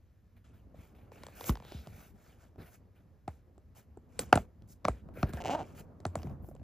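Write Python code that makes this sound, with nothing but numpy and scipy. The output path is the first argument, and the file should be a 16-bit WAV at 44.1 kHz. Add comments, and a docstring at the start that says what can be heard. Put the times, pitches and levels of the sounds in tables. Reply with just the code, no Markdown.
"""A small camera is handled above a craft desk in a quiet room. First fingers slide over its case,
hissing and faintly squeaking. Near 1.5 s it knocks and thumps against its holder, then light rubs and
taps go on. The loudest knock comes at 4.3 s, with more close behind. Around 5.5 s a joint of the
holder creaks as it is turned, then settles with tiny clicks among the last knocks. Most of the sound
comes through the case, so it reaches both microphone ports (the sound holes) almost alike."""
import sys
import numpy as np
from scipy import signal
from scipy.fft import rfft, irfft, next_fast_len
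from scipy.io import wavfile
from scipy.ndimage import uniform_filter1d

SR = 44100
rng = np.random.default_rng(int(sys.argv[2]) if len(sys.argv) > 2 else 0)


def pcm_store(signal):
    """Save signal as 16-bit PCM."""
    levels = np.round(np.clip(np.atleast_2d(signal), -1, 1) * 32767)
    wavfile.write(sys.argv[1], SR, levels.astype(np.int16).T)


N = 292383

LEAD_IN_S = 0.006  # a short lead-in so the knock's ring can swell just before its tick
# the tones the case rings with: pitch_multiple, level_db, swell_s
CASE_TONES = [(1, 2, 0.0023), (.42, -8.5, 0.0026), (1.8, 3.5, 0.0012), (3.6, -10, 0.00091)]
# knocks on the case: time_s, level_db, pitch_hz, upper_tones_db, tick_db, bright_tick_db
# (the last three are relative to the knock's level)
KNOCKS = [(0.744, -46, 595, -28, -27, -29), (1.119, -44.5, 503, -2, -5.5, -23), (1.235, -39, 580, 1, 3, -5),
          (1.267, -43, 530, 2, 6, 2.5), (1.285, -45, 577, -4, -5, -30), (1.41, -35, 517, 3, 3.5, -19),
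          (1.442, -40.5, 540, -15, 10, -26), (1.494, -24.5, 627, 20, -0.5, -30),
          (1.506, -41, 637, 14, 5, -28), (1.555, -41, 484, 5, 5.5, -31), (1.572, -43, 500, 8, 1, -35),
          (1.601, -45, 525, 2, -2, -52), (1.624, -46.5, 493, 0, -4.5, -28), (1.65, -48, 500, -1, 3, -30),
          (1.721, -37, 347, 0.5, -2, -16), (1.872, -38.5, 340, 2, -3, -12),
          (2.559, -49.5, 350, 0, -15, -27), (3.279, -26.5, 744, -18, -12.5, -20.5),
          (3.58, -50, 350, -0.5, -15, -11), (3.973, -41, 378, -8, -43, -15.5),
          (4.192, -29, 463, -29, 7.5, 11), (4.1945, -34.5, 553, -28, 14, -1),
          (4.234, -45, 682, -4, -1, -18), (4.328, -1.5, 782, -1.5, -9.5, -40),
          (4.356, -20.5, 560.6, -8, -4.5, 0.5), (4.3585, -23, 788, 1.5, -11, -15),
          (4.375, -17, 738, -9, -12, -28), (4.622, -53, 293.3, -7, 0, -27),
          (4.8465, -35, 623, -15, -5, -13.5), (4.8518, -17, 630, 5.5, -3.5, -27.5),
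          (4.878, -33, 470, -5, -8, -32), (4.8833, -15, 640.5, -1, -12, -15),
          (5.088, -43.5, 615, -8, -38, -30), (5.173, -37.5, 535, -19, -28.5, -24),
          (5.23, -18, 723, -1, -6.5, -24.5), (5.293, -38.5, 355.8, -9, -8, -10),
          (5.335, -36.5, 666, 0, -1, -4), (6.003, -43.5, 320, -3, -3.5, -11),
          (6.053, -22.5, 724, -5, -2.5, -21), (6.065, -34, 331, -7, -23, -4),
          (6.155, -22.5, 610.5, -8, -10.5, -8), (6.232, -37, 339.4, 1, 0, -32),
          (6.488, -39.5, 317, -5, -20, -14), (6.513, -44, 610, -19, -35, -28),
          (6.551, -45.5, 504, -12, -11.5, -10), (6.615, -49, 610, -27.5, -31, -33)]
def knock(level_db, pitch_hz, upper_tones_db, tick_db, bright_tick_db):
    """The case swells into a brief ring that the hand damps; hard contact ticks, then faintly rattles."""
    hiss = rng.standard_normal(SR // 8)
    t = np.arange(len(hiss)) / SR - LEAD_IN_S
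    ring = np.zeros(len(t))
    for multiple, tone_db, swell_s in CASE_TONES:
        swell = np.exp(-(t / swell_s - 1) ** 2)  # the high tones peak first
        gain = gain_of(tone_db + upper_tones_db * (multiple > 1))
        ring += gain * swell * np.sin(2 * np.pi * multiple * pitch_hz * t)
    after = np.maximum(t, 0)
    fade = gain_of(-60 * after / 0.0039) + gain_of(-34.5 - 60 * after / 0.13)
    burst = hiss * (1 - np.exp(-after / 0.00079)) * fade
    snap = gain_of(4.5) * signal.unit_impulse(len(t), round(LEAD_IN_S * SR) + 1)
    ticks = gain_of(tick_db) * unit_peak(band(burst + snap, 770, 5400))
    ticks += gain_of(bright_tick_db) * unit_peak(band(burst, 7100, 8600))
    near_pitch = (0.6 * pitch_hz, 1.2 * pitch_hz)
    rattle = unit_rms(band(band(hiss, *near_pitch), *near_pitch)) * gain_of(-20 - 60 * after / 0.09)
    rattle += unit_rms(band(hiss, 1.3 * pitch_hz, 2.8 * pitch_hz)) * gain_of(-25 - 60 * after / 0.06)
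    return gain_of(level_db) * (unit_peak(ring) + rattle * (t >= 0) + ticks)


# bumps against the holder: start_s, level_db, final_pitch_hz, fade_s (time to fall by 60 dB)
THUMPS = [(1.494, -17, 54.7, 0.14), (1.746, -35.5, 68, 0.26), (1.87, -41, 101.5, 0.15),
          (2.582, -26, 96, 0.01), (3.279, -35, 72.5, 0.14), (4.195, -22, 70.6, 0.013),
          (4.332, -21.5, 77.1, 0.087), (4.357, -14.5, 71.3, 0.058), (4.375, -31, 53.4, 0.15),
          (4.852, -25, 69.6, 0.07), (4.89, -27, 57.7, 0.19), (5.232, -15.5, 56.7, 0.075),
          (5.337, -29.5, 69, 0.14), (6.056, -31.5, 87.7, 0.29), (6.165, -34, 79, 0.28),
          (6.244, -35.5, 139.5, 0.41)]
def thump(level_db, final_pitch_hz, fade_s, first_pitch_hz=416):
    """A bend runs along the holder, high tones first, so the pitch falls; its arm shudders on."""
    t = np.arange(SR // 3) / SR
    pitch_hz = final_pitch_hz + (first_pitch_hz - final_pitch_hz) * np.exp(-t / 0.005)
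    wave = gain_of(-60 * (t / fade_s) ** 1.11) * np.sin(2 * np.pi * np.cumsum(pitch_hz) / SR)
    shudder = gain_of(-15 - 60 * t / 0.18) * unit_rms(band(rng.standard_normal(len(t)), 36, 240))
    rise = 1 - np.exp(-t / 0.0032)
    return gain_of(level_db) * rise * (wave + shudder)


# the tones of one slip's click and of the joint's ring: pitch_hz, width_hz (wider dies sooner), level_db
CLICK_TONES = [(2210, 330, -6), (2850, 430, 5), (4020, 2100, 1.5), (6600, 3600, 12.5), (7600, 1300, -23),
               (13500, 3300, 8)]
JOINT_TONES = [(238.5, 190, 4.5), (741, 95, 10), (880, 69, -3), (1390, 290, -9)]
# the turning joint, one list for each run of slips: time_s, slips_per_s, click_db, ring_db
CREAKS = [
    [(5.372, 177, -50, -48), (5.392, 163, -67, -54.5)],
    [(5.404, 180, -49.5, -49), (5.424, 165, -41.5, -46)],
    [(5.44, 100, -45, -63), (5.454, 128, -40, -31), (5.468, 208, -41.5, -57), (5.478, 111, -36.5, -45),
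     (5.497, 155, -45.5, -34), (5.508, 246, -38, -37), (5.556, 321, -47, -36.5), (5.566, 356, -77, -51.5),
     (5.596, 260, -52, -38.5), (5.608, 140, -52, -43.5), (5.63, 160, -53, -50)],
]
def creak(run):
    """The joint sticks and slips over and over: each slip is a sharp click that also rings the joint."""
    time_s, slips_per_s, click_db, ring_db = np.transpose(run)
    t = np.arange(time_s[0], time_s[-1], 1 / SR)
    wobble = 1 + 0.04 * drift(size=80)[:len(t)]
    slip_count = np.floor(np.cumsum(np.interp(t, time_s, slips_per_s) * wobble) / SR)
    slips = np.diff(slip_count, prepend=-1) * gain_of(rng.standard_normal(len(t)))
    clicks = np.convolve(slips * gain_of(np.interp(t, time_s, click_db)), ringing(CLICK_TONES))
    uneven_ring_db = np.interp(t, time_s, ring_db) + 2.53 * rng.standard_normal(len(t))
    rings = np.convolve(slips * gain_of(uneven_ring_db), ringing(JOINT_TONES))
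    return band(clicks + rings, 156, 8400)


# single slips as the joint settles: start_s, click_db, ring_db
SETTLING_SLIPS = [(6.178, -62, -51.5), (6.188, -57, -60), (6.197, -63, -56), (6.218, -56, -61),
                  (6.271, -59, -52), (6.296, -62, -62), (6.312, -69, -74), (6.445, -75, -58.5),
                  (6.564, -66, -63), (6.597, -71, -70)]
def settling_slip(click_db, ring_db):
    """One slow slip scuffs for 3 ms and rings the joint."""
    scuff = rng.standard_normal(130)
    ring = ringing(JOINT_TONES)
    click = np.convolve(scuff / np.linalg.norm(scuff), ringing(CLICK_TONES))[:len(ring)]
    return band(gain_of(click_db) * click + gain_of(ring_db) * ring, 166, 9140)


# the tone colours of two hisses and of the case scraping under the skin: pitch_hz, level_db
FINE_HISS = [(5000, -70.5), (7500, -28.5), (9000, -3), (11500, -7), (13800, -3.5), (15500, -10),
             (15900, -72.5)]
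COARSE_HISS = [(2000, -71.5), (3800, -17), (5200, -7.5), (7500, -3.5), (9000, -5), (11500, -16.5),
               (14000, -78)]
SCRAPE = [(60, -69), (300, 8), (700, 7.5), (1100, -1), (1400, 5), (1750, -0.5), (2100, -1.5), (2330, 2.5),
          (2550, -1.5), (3100, -4.5), (3800, -8.5), (5000, -14), (6500, -24.5), (10000, -72.5)]
# finger strokes: start_s, swell_s, fade_s, fine_hiss_db, coarse_hiss_db, scrape_db
STROKES = [(0.362, 0.0042, 0.032, -80, -95, -74), (0.442, 0.0027, 0.079, -100, -78, -70.5),
           (0.529, 0.016, 0.074, -82, -84.5, -72.5), (0.748, 0.078, 0.1, -78, -77, -67.5),
           (0.947, 0.0051, 0.14, -82, -86.5, -71), (1.115, 0.014, 0.75, -76.5, -75.5, -65),
           (1.351, 0.087, 0.035, -58, -60.5, -56), (1.453, 0.046, 0.0054, -44.5, -45, -45),
           (1.498, 0.0072, 0.045, -60, -66, -59), (1.625, 0.083, 0.23, -71, -71, -60),
           (1.875, 0.15, 0.081, -68, -69, -63.5), (2.143, 0.14, 0.094, -79, -75.5, -68),
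           (2.383, 0.037, 0.065, -81, -74, -69), (2.581, 0.042, 0.019, -72, -80, -59),
           (2.61, 0.073, 0.025, -69.5, -74, -64), (2.7, 0.051, 0.016, -69, -68, -65.5),
           (2.948, 0.016, 0.06, -85, -90, -74), (3.283, 0.01, 0.096, -82, -77, -72),
           (3.75, 0.031, 0.035, -67.5, -66.5, -62.5), (4.09, 0.12, 0.061, -83, -76, -70.5),
           (4.195, 0.0018, 0.036, -53, -51.5, -51.5), (4.245, 0.01, 0.089, -85, -70.5, -68),
           (4.332, 0.013, 0.079, -64.5, -61, -55.5), (4.677, 0.049, 0.018, -68, -65, -75.5),
           (4.856, 0.023, 0.12, -79.5, -73, -62.5), (5.14, 0.087, 0.014, -65, -72, -60),
           (5.243, 0.064, 0.012, -69, -79, -60), (5.326, 0.0041, 0.093, -66, -67, -55),
           (5.441, 0.038, 0.16, -82, -65, -53.5), (5.63, 0.046, 0.14, -81, -75.5, -67.5),
           (5.75, 0.055, 0.01, -64.5, -62, -57.5), (6.057, 0.013, 0.11, -84, -84, -75),
           (6.159, 0.011, 0.16, -73, -73.5, -68.5), (6.419, 0.067, 0.034, -71.5, -82, -84)]
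def sliding_fingers(land_s=0.0045, leave_s=0.037, touch_db=-10.5, lift_db=-8):
    """Skin slides over the case in strokes that start and stop quickly; uneven contact flutters."""
    t, powers = np.arange(N) / SR, np.zeros((3, N))
    for start_s, swell_s, fade_s, *levels_db in STROKES:
        times = start_s + np.cumsum([-land_s, land_s, swell_s, fade_s, leave_s])
        ends_db = np.where(t < times[2], touch_db, lift_db)
        arch_db = ends_db * np.interp(t, times[1:4], [1, 0, 1]) ** 2  # a rounded top between lower ends
        outline_db = np.interp(t, times, [-21.5, 0.5, 1.5, -1.5, -17], left=-200, right=-200)
        powers += gain_of(np.add.outer(levels_db, arch_db + outline_db)) ** 2
    layers = [noise(colour, size=512, patchy_db=db)
              for colour, db in ((FINE_HISS, 1.2), (COARSE_HISS, 1.5), (SCRAPE, 2.2))]
    return sum(np.sqrt(power) * layer * gain_of(1.8 * drift(size=100))
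               for power, layer in zip(powers, layers))


# the tone colours of the hand's rumble and dull rubbing: pitch_hz, level_db
RUMBLE = [(10, -67.5), (40, -6.5), (78, 8.5), (120, -0.5), (240, -1.5), (400, -25.5), (1000, -87.5)]
RUBBING = [(60, -62), (300, 1), (550, -2), (750, -7), (1200, -14), (2200, -33.5), (6000, -71)]
# how loud the grip is over time: time_s, rumble_db, rubbing_db
GRIP = [(0.0, -72, -79), (0.41, -66, -80.5), (0.57, -61, -69.5), (1.44, -57.5, -64.5), (1.66, -56, -75),
        (2.25, -63.5, -71), (3.86, -64.5, -74.5), (4.301, -55.5, -63), (4.67, -61, -72), (4.89, -60, -70),
        (5.04, -46.5, -62), (5.21, -47.5, -57), (5.35, -51, -61), (5.48, -48, -43), (5.76, -50.5, -59.5),
        (6.0, -56.5, -63.5), (6.259, -47.5, -53.5), (6.63, -50, -70.5)]
def gripping_hand():
    """The hand shakes and presses the case, making an uneven rumble and a dull rubbing."""
    t = np.arange(N) / SR
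    time_s, rumble_db, rubbing_db = np.transpose(GRIP)
    unevenness = gain_of(1.8 * drift(size=800))
    rumble = gain_of(np.interp(t, time_s, rumble_db)) * noise(RUMBLE, size=2048, patchy_db=-1.6)
    rubbing = gain_of(np.interp(t, time_s, rubbing_db)) * noise(RUBBING, size=1024, patchy_db=1.2)
    return unevenness * (rumble + rubbing)


# skin squeaking on the case: start_s, length_s, pitch_hz, level_db
SQUEAKS = [(0.761, 0.083, 2300, -76.5), (1.613, 0.23, 3720, -64), (1.637, 0.23, 5240, -72),
           (1.648, 0.16, 2920, -67), (1.648, 0.2, 4500, -74), (5.153, 0.076, 2260, -61),
           (5.145, 0.071, 1420, -59.5), (5.267, 0.051, 1580, -58), (5.372, 0.028, 1670, -48.5)]
def squeak(length_s, pitch_hz, level_db, spread=0.11):
    """Skin catches on the case: a breathy, narrow whistle swells and dies."""
    hiss = rng.standard_normal(SR // 3)
    whistle = band(hiss, pitch_hz * (1 - spread), pitch_hz * (1 + spread))[-round(length_s * SR):]
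    swell = np.sin(np.linspace(0, np.pi, len(whistle)))
    return gain_of(level_db) * unit_rms(whistle) * swell


def case_bending(blows):
    """Blows also bend the case, which shifts the left and right ports in opposite ways."""
    lagging = signal.hilbert(blows, next_fast_len(N))[:N].imag  # a quarter of a cycle behind the blow
    middle = band(band(lagging, 300, 2900)[::-1], 300, 3200)[::-1]  # forwards, then backwards
    wall = band(blows, 480, 950)  # the right port sits nearer the ringing wall
    bend = gain_of(-16.5) * middle + gain_of(-26.5) * lagging + gain_of(-19.5) * wall
    return np.outer([-1, 1], bend)


# the tone colour of the quiet room: pitch_hz, level_db
ROOM_COLOUR = [(18, -58), (30, -35), (53, -32.5), (64, -3.5), (86, -2), (108, -16), (182, -19),
               (338, -37.5), (1000, -46.5), (1130, -40.5), (1270, -42.5), (1700, -39.5), (3100, -49.5),
               (8500, -52.5), (14000, -53), (15800, -75)]
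def room_tone(level_db=-62):
    """A low rumble and a faint hiss lie under everything."""
    return gain_of(level_db) * noise(ROOM_COLOUR, size=2048, patchy_db=1.0)


# how alike the noise is on the left and right: pitch_hz, likeness (1 means the same)
LIKENESS = [(60, 0.87), (400, 0.89), (800, 0.28), (1700, 0.93), (3000, 1), (6000, 0.89), (8000, 1),
            (16000, 0.94)]
def noise(colour, size, patchy_db):
    """Stereo noise of rms 1, built in blocks of size samples, with louder and softer patches."""
    hop, hz = size // 4, np.fft.rfftfreq(size, 1 / SR)
    a, b, c, d, patches = rng.standard_normal((N // hop + 5, len(hz), 5)).T
    patches = uniform_filter1d(patches, size // 64, axis=0)  # smooth across pitch
    patches = unit_rms(uniform_filter1d(patches, 8192 // size, axis=1))  # and across time
    likeness = np.clip(value_at(LIKENESS, hz), -1, 1)[:, None]
    left = a + 1j * b
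    right = likeness * left + np.sqrt(1 - likeness ** 2) * (c + 1j * d)
    spectra = np.array([left, right]) * gain_of(value_at(colour, hz)[:, None] + patchy_db * patches)
    return unit_rms(signal.istft(spectra, nperseg=size, noverlap=size - hop)[1][:, :N])


def ringing(tones):
    """Fading tones set off by one click."""
    t = np.arange(1500) / SR
    return sum(gain_of(db) * np.exp(-np.pi * width_hz * t) * np.sin(2 * np.pi * hz * t)
               for hz, width_hz, db in tones)


def drift(size):
    """A smooth random wander of rms 1 that changes over about size samples."""
    wander = rng.standard_normal(N)
    for _ in range(3):
        wander = uniform_filter1d(wander, size)
    return unit_rms(wander)


def band(x, low_hz, high_hz):
    """Lets through the pitches between two limits."""
    return signal.sosfilt(signal.butter(2, [low_hz, high_hz], "band", fs=SR, output="sos"), x)


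def value_at(table, hz):
    """Reads between a table's rows, with octaves evenly spaced."""
    pitch_hz, value = np.transpose(table)
    return np.interp(np.log(hz + 1), np.log(pitch_hz + 1), value)


def gain_of(db):
    """Turns decibels into a multiplier."""
    return 10 ** (np.asarray(db) / 20)


def unit_rms(x):
    """Scales a sound so its average strength (rms) is 1."""
    return x / np.sqrt(np.mean(x ** 2) + 1e-20)


def unit_peak(x):
    """Scales a sound so its biggest swing is 1."""
    return x / abs(x).max()


def add(mix, start_s, sound):
    """Mixes a sound in at its start time."""
    part = mix[round(start_s * SR):][:len(sound)]
    part += sound[:len(part)]


def scene():
    """Short sounds travel through the case and bend it; the room, fingers and hand sound around them."""
    case = np.zeros(N)
    for time_s, *settings in KNOCKS:
        add(case, time_s - LEAD_IN_S, knock(*settings))
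    for table, source in ((THUMPS, thump), (SQUEAKS, squeak)):
        for start_s, *settings in table:
            add(case, start_s, source(*settings))
    for run in CREAKS:
        add(case, start_s=run[0][0], sound=creak(run))
    for start_s, *settings in SETTLING_SLIPS:
        add(case, start_s, settling_slip(*settings))
    return case + case_bending(case) + room_tone() + sliding_fingers() + gripping_hand()


# how far the stereo effect moves the right channel's wave ahead of the left: pitch_hz, shift_radians
STEREO_PHASE = [(0, 0), (2000, 0), (3100, -.6), (5300, -.5), (5600, 1.5), (6500, .9), (8700, np.pi),
                (13600, 2 * np.pi)]
def record(dry, top_hz=16300):
    """The recorder's stereo effect widens the treble by putting it out of step; the very top is cut."""
    size = next_fast_len(N + 4096)
    hz = np.fft.rfftfreq(size, 1 / SR)
    half_shift = np.exp(0.5j * np.interp(hz, *np.transpose(STEREO_PHASE)))
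    widened = irfft(rfft(dry, size) * [1 / half_shift, half_shift], size)[:, :N]
    low_pass = signal.firwin(255, top_hz, window=("kaiser", 9), fs=SR)
    return signal.oaconvolve(widened, low_pass[None], "same")


dry = scene()
out = record(dry)
pcm_store(out)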